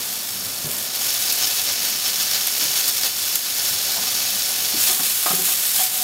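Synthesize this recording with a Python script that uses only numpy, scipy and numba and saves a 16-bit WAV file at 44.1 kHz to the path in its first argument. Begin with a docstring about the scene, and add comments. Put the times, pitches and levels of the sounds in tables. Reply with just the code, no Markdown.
"""Meat frying in a nonstick pan

Pieces of meat fry on a gas hob, heard in mono from close above in a small kitchen.
Open oil fizzes brightly and trapped steam sputters lower: both are random clicks, coloured by the pan's bowl.
Juice spurts raise the click power, and bursting droplets snap as single cracks with a puff of noise.
Near the end chopsticks stir, raising the fizz and knocking on the pan, which rings as damped modes.
Soft bumps, filtered noise for burner and fan, and a wavering mains hum lie behind."""
import sys
import numpy as np
from scipy import signal
from scipy.fft import rfft, irfft
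from scipy.io import wavfile
from numba import njit

SR = 44100
rng = np.random.default_rng(int(sys.argv[2]) if len(sys.argv) > 2 else 0)


def unload_wav(signal):
    """Save mono or channel-first audio to the path in sys.argv[1] as 16-bit WAV at rate SR, clipped to [-1, 1]."""
    wavfile.write(
        sys.argv[1],
        SR,
        np.round(np.clip(np.atleast_2d(signal).T, -1, 1) * 32767).astype(np.int16),
    )


N = 265923
T = np.arange(N) / SR  # time of every sample [s]


# Large droplets that burst: (time [s], level before snap_db [dB], fizz over steam [dB])
DROPLET_SNAPS = [(1.142, 1, 17), (1.3243, 7, 10), (1.852, 3, 8), (2.472, 9.5, 11), (2.8949, 2, 18),
                 (3.035, 1.5, -11), (3.0617, -2, 0), (3.356, 14.5, 28), (5.354, 8, 35), (5.839, 5.5, 14)]
# Spectrum of a bubble bursting in the open: (frequency [Hz], relative level [dB])
FIZZ_COLOUR = [(100, -23.5), (400, -23.5), (1000, -14.5), (2000, -10), (3500, -4), (5500, -7), (7000, -1.5),
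               (9000, -1), (12500, 0.5), (14000, 1.5), (15700, -4.5)]
# Spectrum of a bubble bursting under the meat: (frequency [Hz], relative level [dB])
STEAM_COLOUR = [(100, -16.5), (400, -12.5), (750, -9.5), (1000, -12.5), (2000, -9), (3200, -4.5),
                (4400, -0.5), (5500, -0.5), (6700, -1), (8200, -11.5), (11000, -10), (16000, -9.5)]
# Air resonances in the bowl of the pan: (frequency [Hz], width [Hz], relative peak gain [dB])
BOWL_MODES = [(739, 40, 1), (1221, 30, 0), (1491, 35, 4), (1730, 60, 0), (2280, 55, -2), (2601, 32, 3),
              (2910, 28, 0), (3057, 30, 3), (3437, 45, 3), (3856, 60, -3), (4144, 27, 0), (4440, 45, 2),
              (4652, 50, -2), (4840, 35, 0), (5240, 35, -2), (5343, 22, 7.5), (5446, 38, 6), (5792, 27, -1),
              (6253, 45, -3), (6520, 30, 2), (6900, 32, -3.5)]


def frying(fizz_ring_db=-7, steam_ring_db=0, snap_db=2, mist_db=-19, mist_decay=0.0006, thinness=0.95):
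    """Source and resonator: open fizz, trapped steam and droplet snaps excite the air in the bowl."""
    fizz_surge, steam_surge = surges()
    fizz = bubbling(column=1, surge=fizz_surge, rate=8000, spread_db=5.0,
                    spray_rate=250, spray_decay=0.0012)
    steam = bubbling(column=2, surge=steam_surge, rate=5000, spread_db=5.5,
                     spray_rate=95, spray_decay=0.0057)
    mist = amp(mist_db) * rng.standard_normal(N)
    for at, db, bright_db in DROPLET_SNAPS + stray_snaps():
        # one sharp crack, then a puff of fine mist
        crack = signal.unit_impulse(N, int(at * SR))
        snap = crack + mist * fade(at, mist_decay)
        in_open, under_meat = split(db + snap_db, bright_db)
        # a crack in the open has little bass
        thin_snap = snap - thinness * np.roll(snap, 1)
        fizz += thin_snap * in_open
        # the burst under the meat keeps its bass and is doubled in size
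        steam += snap * under_meat * 2
    fizz = through(pan_walls(fizz, echo_db=-3.5, decay=0.0023), colour(FIZZ_COLOUR))
    steam = through(pan_walls(steam, echo_db=-1.5, decay=0.0014), colour(STEAM_COLOUR))
    bowl = ring(BOWL_MODES)
    direct = signal.unit_impulse(len(bowl))
    fizz_in_bowl = through(fizz, unit(direct + amp(fizz_ring_db) * bowl))
    steam_in_bowl = through(steam, unit(direct + amp(steam_ring_db) * bowl))
    return fizz_in_bowl + steam_in_bowl


# How hard it fries; it picks up as the juice starts to run, and stirring turns steam to fizz:
# (time [s], open fizz level [dB], trapped steam level [dB]), before surges and lulls
SIZZLE_LEVELS = [(0, -26.5, -31), (.65, -28.5, -32), (.74, -24, -32), (.96, -29, -29), (1.05, -21, -23),
                 (1.5, -18, -19.5), (1.78, -22.5, -22), (2.75, -19, -21), (3.5, -20, -22.5),
                 (3.68, -17.5, -19.5), (3.8, -21, -21), (4.76, -20.5, -22.5), (4.82, -15, -23.5),
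                 (6.03, -15, -24.5)]


def bubbling(column, surge, rate, spread_db, spray_rate, spray_decay):
    """Shot noise: many random bursts of one kind, in sprays that lessen as the meat settles."""
    curve = np.array(SIZZLE_LEVELS)
    # share of the power that comes in sudden sprays, before and after 2.4 to 3.4 s
    spray_share = np.interp(T, (2.4, 3.4), (0.27, 0.1))
    steady_power = amp(np.interp(T, curve[:, 0], curve[:, column])) ** 2
    grouping = 1 - spray_share + spray_share * sprays(spray_rate, spray_decay)
    power = steady_power * grouping + surge
    return pops(rate, spread_db) * np.sqrt(power) * lulls()


def sprays(rate, decay, size=4000):
    """Clustered random process: power starts at once in each spray and dies away; mean 1."""
    starts = (rng.random(N) < rate / SR) * rng.exponential(1, N)
    power = np.maximum(through(starts, np.exp(-T[:size] / decay)), 0)
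    return power / np.mean(power)


# Juice runs into the oil and flares up: (time [s], length [s], level [dB], fizz over steam [dB])
JUICE_SPURTS = [(0.943, 0.013, -20, 6), (1.08, 0.012, -21, -16), (1.415, 0.034, -16.5, -15),
                (1.718, 0.016, -20, 4), (1.81, 0.081, -20.5, 0), (2.05, 0.034, -19.5, -9),
                (2.193, 0.029, -21, -1), (2.33, 0.027, -19, -6), (2.447, 0.017, -24.5, -8),
                (2.595, 0.034, -16.5, -5), (2.752, 0.059, -17, 4), (2.873, 0.013, -11.5, 6),
                (2.96, 0.024, -18.5, 6), (3.039, 0.022, -14, -1)]
# Chopsticks push meat onto fresh hot oil: (time [s], length [s], level [dB])
STIRRING_STROKES = [(4.79, 0.1, -15.5), (4.86, 0.059, -15.5), (5.027, 0.04, -16.5), (5.26, 0.09, -21.5),
                    (5.443, 0.086, -14.5), (5.614, 0.059, -18), (5.745, .11, -14.5)]


def surges(first_bright_db=3, drying_db_per_s=11):
    """Addition of powers: spurts of juice and stirring strokes add to (fizz, steam)."""
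    power = np.zeros((2, N))
    for at, length, db, bright_db in JUICE_SPURTS:
        power += np.outer(split(db, bright_db) ** 2, flare(at, length))
    for at, length, db in STIRRING_STROKES:
        # later strokes find less steam left under the meat
        bright_db = first_bright_db + drying_db_per_s * (at - STIRRING_STROKES[0][0])
        power += np.outer(split(db, bright_db) ** 2, flare(at, length, release=0.0089))
    return power


def stray_snaps(count=16, over_fizz_db=12.5, range_db=7, max_bright_db=22):
    """Stratified chance: one small droplet per equal time slot, its level following the fizz level."""
    when, size, tone = rng.random((count, 3)).T
    at = (np.arange(count) + when) / count * T[-1]
    times, fizz_levels, _ = np.transpose(SIZZLE_LEVELS)
    level_db = np.interp(at, times, fizz_levels) + over_fizz_db - range_db * size
    return list(zip(at, level_db, max_bright_db * tone))  # rows as in DROPLET_SNAPS


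# The sizzle falls away briefly: (time [s], length [s], depth [dB])
SIZZLE_LULLS = [(3.083, 0.068, 3), (5.872, 0.046, 3.5)]


def lulls():
    """Amplitude modulation: the gain of the bubbling drops quickly at each lull and recovers."""
    drop_db = sum(depth_db * flare(at, length, attack=0.014, release=0.018)
                  for at, length, depth_db in SIZZLE_LULLS)
    return amp(-drop_db)


def pan_walls(x, echo_db, decay, size=600):
    """Diffuse reflection: the sloping walls throw every click back within a few milliseconds."""
    t = T[:size]
    envelope = np.exp(-t / decay) * (1 - np.exp(-t / decay))
    smear = unit(rng.standard_normal(size) * envelope)
    # each bubble sits elsewhere, so the echoes keep their envelope but share no pattern
    echo_power = np.maximum(through(x ** 2, smear ** 2), 0)
    echoes = np.sqrt(echo_power) * rng.standard_normal(N)
    return (x + amp(echo_db) * echoes) / np.hypot(1, amp(echo_db))


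# Chopsticks meet the pan: (time [s], wall ring gain [dB], gain of thud through the hob [dB],
# decay time of the drag [s])
CHOPSTICK_KNOCKS = [(4.892, -26, -31.5, 0.054), (4.995, -23, -25.5, 0.016), (5.261, -10, -36, 0.016),
                    (5.306, -12.5, -27, 0.014), (5.329, -34, -22, 0.03), (5.385, -37, -33, 0.11),
                    (5.487, -25, -47, 0.014), (5.792, -25, -57, 0.03)]
# Chopstick tips rub over the pan floor: (time [s], length [s], level before wavering [dB])
FLOOR_RUBS = [(5.787, 0.055, -25.5), (5.86, 0.135, -35), (6.006, .03, -26)]
# The tips squeak as the rubbing begins: (time [s], length [s], frequency [Hz])
TIP_SQUEAK = (5.772, .035, 3275)
# Modes of the pan: (frequency [Hz], width [Hz], relative peak gain [dB])
PAN_MODES = [(742, 29, 16.5), (760, 65, -9), (907, 56, 2), (1080, 69, 4.5), (1100, 410, -22),
             (1235, 17, 11.5), (1400, 49, -7), (1560, 40, -3), (1940, 44, -6), (2310, 37, -7),
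             (3330, 89, -5)]
# Modes of the pan support and hob top: (frequency [Hz], width [Hz], relative peak gain [dB])
HOB_MODES = [(183, 4.7, 6), (218, 13, 1), (276, 25, 0.5), (378, 21, 6), (490, 67, -10)]


def chopsticks(strike_db=17, drag_db=0, squeak_db=-24):
    """Modal excitation: a blow and short drag ring the pan and its support; rubbing makes it sing."""
    wall, support = np.zeros(N), np.zeros(N)
    grit = pops(3000, 1.4)
    for at, wall_db, thud_db, drag_decay in CHOPSTICK_KNOCKS:
        blow = amp(strike_db) * signal.unit_impulse(N, int(at * SR))
        drag = amp(drag_db) * grit * fade(at, drag_decay)
        wall += amp(wall_db) * (blow + drag)
        support += amp(thud_db) * (blow + drag)
    # slow rubbing feeds only a low pan mode near 750 Hz, which sings unsteadily
    pressure = np.sqrt(sum(amp(db) ** 2 * flare(at, length) for at, length, db in FLOOR_RUBS))
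    tone = np.sqrt(2) * np.sin(2 * np.pi * 750 * T + walk(90))
    singing = tone * amp(2.5 * walk(90))
    at, length, hz = TIP_SQUEAK
    squeak_tone = np.sin(2 * np.pi * hz * T + walk(150))
    squeak = amp(squeak_db) * np.sqrt(flare(at, length)) * squeak_tone
    knocks = through(wall, unit(ring(PAN_MODES))) + through(support, unit(ring(HOB_MODES)))
    return knocks + pressure * singing + squeak


# Soft bumps beside the stove: (time [s], level before rattle_db and thump_db [dB],
# body frequency [Hz], decay time of the rattle [s])
WORKTOP_BUMPS = [(.644, -29.5, 150, 0.03), (.655, -37.5, 410, 0.16), (2.617, -30, 273, 0.039),
                 (2.631, -36.5, 135, .08), (3.042, -28.5, 522, 0.027), (3.706, -35, 98, 0.04),
                 (3.967, -25, 676, 0.032), (3.977, -32, 145, 0.048), (4.737, -28, 235, 0.041)]


def bumps(top_ratio=1.54, rattle_db=-3.0, thump_db=-2, thump_decay=.022):
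    """Soft impact: a decaying sine at the body pitch and a rattle of noise with little treble."""
    out = np.zeros(N)
    for at, db, body_hz, decay in WORKTOP_BUMPS:
        top_hz = top_ratio * body_hz
        body = colour([(body_hz / 10, -45), (body_hz / 2, -17), (body_hz, 0),
                       (top_hz, -3), (2 * top_hz, -22), (10 * top_hz, -70)])
        rattle = through(rng.standard_normal(N) * fade(at, decay), body)
        thump = np.sin(2 * np.pi * body_hz * (T - at)) * fade(at, thump_decay)
        out += amp(db) * (amp(rattle_db) * rattle + amp(thump_db) * thump)
    return out


# Spectrum of the burner and extractor fan: (frequency [Hz], relative level [dB])
BURNER_COLOUR = [(20, -27), (38, -16), (75, -24), (105, 0.5), (160, -4.5), (250, 1.5), (330, -3), (550, 0),
                 (1200, -4.5), (2000, -8), (8000, -49)]
# Mains hum: (frequency [Hz], level before wavering [dB])
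MAINS_HUM = [(100, -57), (200, -56)]


def stove(burner_db=-42, waver_db=1):
    """Broadband and tonal noise: the soft rush of flame and fan, with a wavering hum."""
    rush = through(rng.standard_normal(N), colour(BURNER_COLOUR))
    rush *= amp(burner_db + waver_db * walk(8.8))
    hum = np.zeros(N)
    for hz, db in MAINS_HUM:
        level = amp(db + 4.8 * walk(28))
        hum += level * np.sqrt(2) * np.sin(2 * np.pi * hz * T + 0.64 * walk(18))
    return rush + hum


def kitchen(x, size=16000, t60=0.3, wet_db=-15):
    """Diffuse reverberation: tiles and cupboards add a faint tail that falls 60 dB in t60 seconds."""
    t = T[:size]
    decay = amp(-60 * t / t60) * (t > .005)  # the tail starts after 5 ms
    tail = unit(rng.standard_normal(size) * decay)
    return x + amp(wet_db) * through(x, tail)


def amp(db):
    """Logarithmic level: decibels to amplitude gain."""
    return 10 ** (np.asarray(db) / 20)


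def unit(response):
    """Energy normalisation: scale a response so that it passes white noise at unchanged power."""
    return response / np.sqrt(np.sum(response ** 2))


def through(x, response):
    """Linear filtering: convolve a sound with an impulse response."""
    return signal.fftconvolve(x, response)[:len(x)]


def colour(points, size=4096):
    """Minimum phase: the most compact causal click with the given (Hz, dB) spectrum shape."""
    hz, db = np.transpose(points)
    grid = np.maximum(np.arange(size // 2 + 1) * SR / size, 1)
    spectrum = amp(np.interp(np.log(grid), np.log(hz), db))
    # fold the cepstrum onto positive times to make the click causal
    cepstrum = irfft(np.log(spectrum))
    cepstrum[1:size // 2] *= 2
    cepstrum[size // 2 + 1:] = 0
    return unit(irfft(np.exp(rfft(cepstrum))))


def ring(modes, size=12000):
    """Modal superposition: a sum of damped cosines; dB is the gain at each peak."""
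    t = T[:size]
    response = np.zeros(size)
    for hz, width, db in modes:
        start = amp(db) * 2 * np.pi * width / SR
        response += start * np.exp(-np.pi * width * t) * np.cos(2 * np.pi * hz * t)
    return response


def walk(rate):
    """Slow random modulation: `rate` random levels a second joined by lines, spread near 1."""
    values = rng.standard_normal(N)
    return 1.2 * np.interp(T * rate, np.arange(N), values)


def pops(rate, spread_db):
    """Poisson-like impulses: `rate` random clicks a second, many small and a few large, at rms 1."""
    born = rng.random(N) < rate / SR
    sizes = amp(spread_db * np.minimum(rng.standard_normal(N), 2.6))
    clicks = born * sizes * rng.choice([-1, 1], N)
    return clicks / np.std(clicks)


def fade(at, decay):
    """Exponential damping: a sudden start, then decay."""
    return (T >= at) * np.exp(-np.clip((T - at) / decay, 0, 50))


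def flare(at, length, attack=0.01, release=0.0065):
    """Transient envelope: rises quickly, starts to die away after `length` (times in s)."""
    since = np.maximum(T - at, 0)
    rise = np.minimum(since / attack, 1)
    return rise * np.exp(-np.clip((since - length) / release, 0, 50))


def split(db, bright_db):
    """Power sharing: gains of open fizz and trapped steam for one total level."""
    return amp(db) * np.array([amp(bright_db), 1]) / np.hypot(1, amp(bright_db))


@njit
def follow(x, start, attack, release):
    """Envelope detection: peak level, quick to rise and slow to fall (times in s)."""
    out, level = np.empty(len(x)), start
    for i in range(len(x)):
        gap = abs(x[i]) - level
        level += gap / (SR * (attack if gap > 0 else release))
        out[i] = level
    return out


def scene():
    """Superposition: pan, chopsticks and bumps in the kitchen plus the stove, alike on both channels."""
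    mono = kitchen(frying() + chopsticks() + bumps()) + stove()
    return np.array([mono, mono])


def record(dry, threshold=0.21, release=0.67, squeeze=0.45):
    """Compression: loud crackles duck what follows; peaks are rounded, rumble and the top are cut."""
    level = follow(dry[0], threshold, 0.00077, release)
    high_pass = signal.butter(3, 34, "high", fs=SR, output="sos")
    no_rumble = signal.sosfilt(high_pass, dry)
    ducked = no_rumble * np.minimum(1, threshold / level) ** squeeze
    rounded = ducked / (1 + (ducked / .9) ** 4) ** .25  # saturates towards 0.9
    low_pass = signal.firwin(601, 15800, fs=SR)
    return signal.fftconvolve(rounded, low_pass[None], mode="same")


dry = scene()
out = record(dry)
unload_wav(out)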